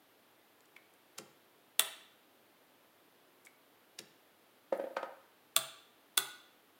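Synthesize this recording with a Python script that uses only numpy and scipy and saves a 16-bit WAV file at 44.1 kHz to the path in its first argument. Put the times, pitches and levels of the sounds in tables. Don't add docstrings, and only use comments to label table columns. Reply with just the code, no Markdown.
import sys
import numpy as np
from scipy import signal
from scipy.fft import rfft, irfft
from scipy.io import wavfile
from scipy.ndimage import uniform_filter1d

SR = 44100
rng = np.random.default_rng(int(sys.argv[2]) if len(sys.argv) > 2 else 0)


def inscribe(sig):
    pcm = np.round(np.clip(np.atleast_2d(sig).T, -1, 1) * 32767)
    wavfile.write(sys.argv[1], SR, pcm.astype(np.int16))


N = 299439
T = np.arange(SR // 2) / SR

# frequency in Hz, relative density in dB.
HISS_SPECTRUM = [(15, -53), (25, -19), (80, -33.5), (96, -8), (157, -11), (291, 0), (812, -4.5), (929, -6),
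                 (1320, -7), (2520, -11.5), (3300, -11), (5820, -21.5), (7830, -23), (13800, -16),
                 (15800, -20.5)]
# frequency in Hz, level in dB, T60 in seconds.
ROOM_TAIL = [(130, 2, 0.53), (350, -2, 0.31), (800, -2, 0.54), (1520, -3, 0.62), (3714, -9.5, 0.67),
             (5940, -12, 0.58), (9700, -11, .39), (14520, -16.5, 0.38)]
# delay in seconds, gain in dB.
ROOM_ECHOES = [(.0058, -20), (.0093, -21), (.0137, -16), (0.0192, -32.5), (.0255, -23), (0.0485, -36.5)]
# time in seconds, side gain in dB.
TREBLE_SPREAD = [(.8, -44), (1.18, -19), (1.7, -65), (3.5, -35), (4, -20), (5.56, -14), (6.2, -6.5)]
# peak time in seconds, level in dB, fall in seconds, centre in Hz.
RUBS = [(.607, -66, .002, 6300), (.657, -63.5, .002, 7000), (.939, -62.5, .0015, 9500),
        (3.4505, -55.5, .0055, 7900), (3.4625, -54, .0021, 8400), (4.725, -69.5, .25, 12000),
        (4.777, -55, .0008, 10100)]
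# peak time in seconds, level in dB, centre in Hz, release delay in seconds,
# drag width in octaves.
SLIPS = [(1.1842, -34.8, 5900, .002, 1.0), (3.9898, -38, 4950, .0033, 3)]
# start in seconds, level in dB, decay in seconds.
CAP_PINGS = [(.7642, -46, .0012), (3.4682, -48.5, .0019)]
# mode in Hz, level in dB, T60 in seconds.
GRIP_MODES = [(132, -9.5, 0.073), (204, -9, 0.081), (339.7, -5, 0.097), (375, -4, 0.067),
              (487.4, 1.5, 0.023)]
# delay in seconds, level in dB re the slip, pitch factor.
SLIP_JOLTS = [(.004, -9, 1.09), (.015, -9, 1.0)]
# mode in Hz, level in dB, T60 in seconds.
BODY_MODES = [(194.3, -32, 0.07), (336.3, -8.5, 0.034), (481.4, -5, .036), (545, 0, 0.058),
              (677, -4, 0.038), (794, -7, 0.04), (918, -4, 0.055), (1020, -5.5, .025), (1252, -3.5, 0.056),
              (1380, -5, .022), (1517, 0, 0.023), (1980, -15.5, .02), (2386, 2.5, 0.013)]
# start in seconds, level in dB, corner in Hz (higher is harder).
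KNOCKS = [(4.7228, -18, 600), (4.7947, -22.5, 540), (4.8384, -26.5, 520), (4.867, -36, 620),
          (4.906, -39, 600), (4.9657, -28, 1600), (5.0278, -30.5, 1200)]
# mode in Hz, T60 in seconds,
# level in dB at the first, second and third stop.
FRAME_MODES = [(395, 0.11, -18.5, -20.5, -13), (655.4, .10, -14.5, -7, -24), (842, 0.041, -6.5, -16, -9.5),
               (1163, 0.072, -11.5, -4.5, -10), (1255, 0.04, -20, -11, -5.5),
               (1340, 0.044, -3.5, -5, -10.5), (1466, .09, -16.5, -12.5, -3), (1560, .025, -14, -13, -12.5),
               (1960, 0.023, -19.5, -4.5, -3), (2197, .025, -8.5, -15, -9), (2740, .016, -0.5, 4.5, 4.5),
               (3318, .014, -0.5, -13, 0), (3462, .03, 7, 5, 9), (3883, .014, 2.5, 6.5, 4),
               (3950, .014, -11, 7, -17), (6188, 0.0075, -4, -16, -18), (6540, 0.0064, -0.5, -13, -16),
               (7500, 0.011, 9.5, 3.5, -2), (8960, .008, 10.5, 11.5, -14.5), (9100, 0.011, 5.5, 7, 9.5),
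               (10320, 0.013, -4.5, 0, 3), (12420, .005, 0, 8.5, -15), (14900, .003, 3, -2, -3)]
# frequency in Hz, relative level in dB.
CRACK_SPECTRUM = [(60, -53.5), (300, -14.5), (700, -7), (1500, -2), (2100, -6.5), (3600, 2.5), (4500, 2.5),
                  (5600, -8), (8600, 4), (11500, -2.5), (15500, 3.5), (17000, -13)]
# start in seconds, ring in dB, crack in dB, crack decay in seconds,
# tilt in dB per octave, rebound delay in seconds, rebound in dB re the crack, run-up in dB,
# jolt in dB, room boom in dB.
SNAPS = [(1.7943, -25.5, -16, .0023, 0, .0064, -12, -43, -57, -65),
         (5.5640, -26.5, -17, .0024, 0, .008, -14, -38, -45, -50),
         (6.1762, -26.5, -20, .0034, -.6, .0098, -11.5, -29, -50.5, -55)]


def amp(db):
    return 10 ** (np.asarray(db) / 20)


def unit(x):
    return x / np.sqrt(np.mean(x ** 2) + 1e-20)


def curve_at(points, hz):
    point_hz, value = np.transpose(points)
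    return np.interp(np.log(hz + 1), np.log(point_hz + 1), value)


def add(mix, start_s, sound):
    part = mix[max(round(start_s * SR), 0):][:len(sound)]
    part += sound[:len(part)]


def high_pass(x, hz, order=2):
    return signal.sosfilt(signal.butter(order, hz, "highpass", fs=SR, output="sos"), x)


def noise(size, colour):
    hz = np.fft.rfftfreq(size, 1 / SR)
    return unit(irfft(rfft(rng.standard_normal(size)) * colour(hz), size))


def ring(modes, swell_cycles=1.0):
    out = np.zeros(len(T))
    for k, (hz, db, t60_s) in enumerate(modes):
        envelope = amp(db - 60 * T / t60_s) * (1 - np.exp(-T * hz / swell_cycles))
        out += (-1) ** k * envelope * np.sin(2 * np.pi * hz * T)
    return out


def background(hiss_db=-66.5, whine_db=-91, whine_hz=14000):
    air = noise(N, lambda hz: amp(curve_at(HISS_SPECTRUM, hz)))
    whine = np.sin(2 * np.pi * whine_hz * np.arange(N) / SR)
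    return amp(hiss_db) * air + amp(whine_db) * whine


def room(x, build_up_s=.0045):
    hz, t, spectrum = signal.stft(rng.standard_normal(SR), SR, nperseg=256)
    level_db = curve_at([row[:2] for row in ROOM_TAIL], hz)[:, None]
    t60_s = curve_at([row[::2] for row in ROOM_TAIL], hz)[:, None]
    energy_norm = np.sqrt(2 * np.log(1000) / (t60_s * SR))
    spectrum *= amp(level_db - 60 * t / t60_s) * energy_norm
    build_up = 1 - np.exp(-(np.arange(SR) / SR / build_up_s) ** 2)
    response = signal.istft(spectrum, SR, nperseg=256)[1][:SR] * build_up
    for delay_s, db in ROOM_ECHOES:
        add(response, delay_s, amp([db]))
    return signal.fftconvolve(x, response)[:N]


def room_booms(mode_hz=135, t60_s=.32, delay_s=.004):
    out = np.zeros(N)
    for at_s, *_, boom_db in SNAPS:
        add(out, at_s + delay_s, ring([(mode_hz, boom_db, t60_s)], swell_cycles=2.2))
    return out


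def add_slide(mix, peak_s, db, rise_s, fall_s, hz, octaves):
    def colour(bin_hz):
        hump = 1 / np.hypot(1, 1.2 * np.log2((bin_hz + 1) / hz) / octaves)
        return hump / np.hypot(1, (bin_hz / hz / 2) ** 2)
    lead_s, grain_db = .03, 2.9
    roughness = unit(uniform_filter1d(rng.standard_normal(len(T)), size=20))
    grain = unit(amp(grain_db * roughness))
    stroke = np.exp(-np.maximum((lead_s - T) / rise_s, (T - lead_s) / fall_s))
    add(mix, peak_s - lead_s, amp(db) * noise(len(T), colour) * grain * stroke)


def friction(soft_knock_hz=580, scuff_db_per_octave=9, grit_db_per_octave=21):
    out = np.zeros(N)
    for at_s, db, fall_s, hz in RUBS:
        add_slide(out, at_s, db, rise_s=.0011, fall_s=fall_s, hz=hz, octaves=.38)
    for at_s, db, hz, release_s, drag_octaves in SLIPS:
        add_slide(out, at_s, db, rise_s=.0014, fall_s=.0026, hz=hz, octaves=.36)
        add_slide(out, at_s + .0025, db - 10, rise_s=.0046, fall_s=.005, hz=2400, octaves=drag_octaves)
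        add_slide(out, at_s + release_s, db - 4.5, rise_s=.0008, fall_s=.0013, hz=8500, octaves=.9)
    for at_s, *_, run_up_db, _, _ in SNAPS:
        add_slide(out, at_s - .0026, run_up_db, rise_s=.0008, fall_s=.0033, hz=11000, octaves=2.3)
    for at_s, db, _ in CAP_PINGS:
        add_slide(out, at_s + .0027, db - 8, rise_s=.0032, fall_s=.0028, hz=2250, octaves=.3)
        add_slide(out, at_s + .002, db - 16, rise_s=.0025, fall_s=.0018, hz=9200, octaves=.5)
    for at_s, db, corner_hz in KNOCKS:
        hardness_octaves = np.log2(corner_hz / soft_knock_hz)
        scuff_db = db - 28 + scuff_db_per_octave * hardness_octaves
        grit_db = db - 38.5 + grit_db_per_octave * hardness_octaves
        add_slide(out, at_s + .001, scuff_db, rise_s=.0006, fall_s=.022, hz=1550, octaves=.26)
        add_slide(out, at_s + .0033, grit_db, rise_s=.0019, fall_s=.0045, hz=1400, octaves=2)
    return high_pass(out, hz=300)


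def cap_pings(cap_hz=2200):
    out = np.zeros(N)
    for at_s, db, decay_s in CAP_PINGS:
        envelope = T / decay_s * np.exp(1 - T / decay_s)
        add(out, at_s, amp(db) * envelope * np.sin(2 * np.pi * cap_hz * T))
    return out


def palm_jolts(snap_delay_s=.002, snap_pitch=1.03):
    out = np.zeros(N)
    thuds = [(at_s + snap_delay_s, jolt_db, snap_pitch) for at_s, *_, jolt_db, _ in SNAPS]
    for at_s, slip_db, *_ in SLIPS:
        thuds += [(at_s + delay_s, slip_db + db, pitch) for delay_s, db, pitch in SLIP_JOLTS]
    for at_s, db, pitch in thuds:
        modes = [(hz * pitch, mode_db, t60_s) for hz, mode_db, t60_s in GRIP_MODES]
        add(out, at_s, amp(db) * ring(modes))
    return out


def body_knocks():
    out = np.zeros(N)
    for at_s, db, corner_hz in KNOCKS:
        modes = [(hz, mode_db - 10 * np.log10(1 + (hz / corner_hz) ** 7.2), t60_s)
                 for hz, mode_db, t60_s in BODY_MODES]
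        add(out, at_s, amp(db) * ring(modes))
    return out


def frame_ring():
    out = np.zeros(N)
    for stop, (at_s, ring_db, *_) in enumerate(SNAPS):
        modes = [(hz, stop_db[stop], t60_s) for hz, t60_s, *stop_db in FRAME_MODES]
        add(out, at_s, amp(ring_db) * ring(modes, swell_cycles=1.5))
    return high_pass(out, hz=260)


def action_clicks(tail_db=-17.5, tail_s=.0088):
    out = np.zeros(N)
    for at_s, _, crack_db, decay_s, tilt_db, rebound_s, rebound_db, *_ in SNAPS:
        envelope = np.exp(-(T / decay_s) ** 2) + amp(tail_db) * np.exp(-T / tail_s)
        for hit_s, db in ((at_s, crack_db), (at_s + rebound_s, crack_db + rebound_db)):
            chatter = noise(len(T), lambda hz: amp(curve_at(CRACK_SPECTRUM, hz) + tilt_db * np.log2(hz + 1)))
            add(out, hit_s, amp(db) * chatter * envelope)
    return high_pass(out, hz=280)


def scene():
    # source, send to the walls in dB.
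    sources = [(action_clicks(), 1.5), (frame_ring(), -1.5), (friction() + cap_pings(), -1.5),
               (palm_jolts(), -.5), (body_knocks(), -1.5)]
    direct = sum(sound for sound, _ in sources)
    reflected = room(sum(amp(send_db) * sound for sound, send_db in sources))
    mid = high_pass(direct + reflected + room_booms(), hz=70)
    treble = high_pass(mid, hz=4700, order=14)
    smear = noise(size=128, colour=np.ones_like)
    side_db = np.interp(np.arange(N) / SR, *np.transpose(TREBLE_SPREAD))
    side = amp(side_db) * np.convolve(treble, smear / np.linalg.norm(smear))[:N]
    return np.array([mid + side, mid - side]) + background()


def record(dry):
    cutoff_hz = 16150
    taps = signal.firwin(301, cutoff_hz, window=("kaiser", 8), fs=SR)
    return signal.oaconvolve(dry, taps[None], "same")


dry = scene()
out = record(dry)
inscribe(out)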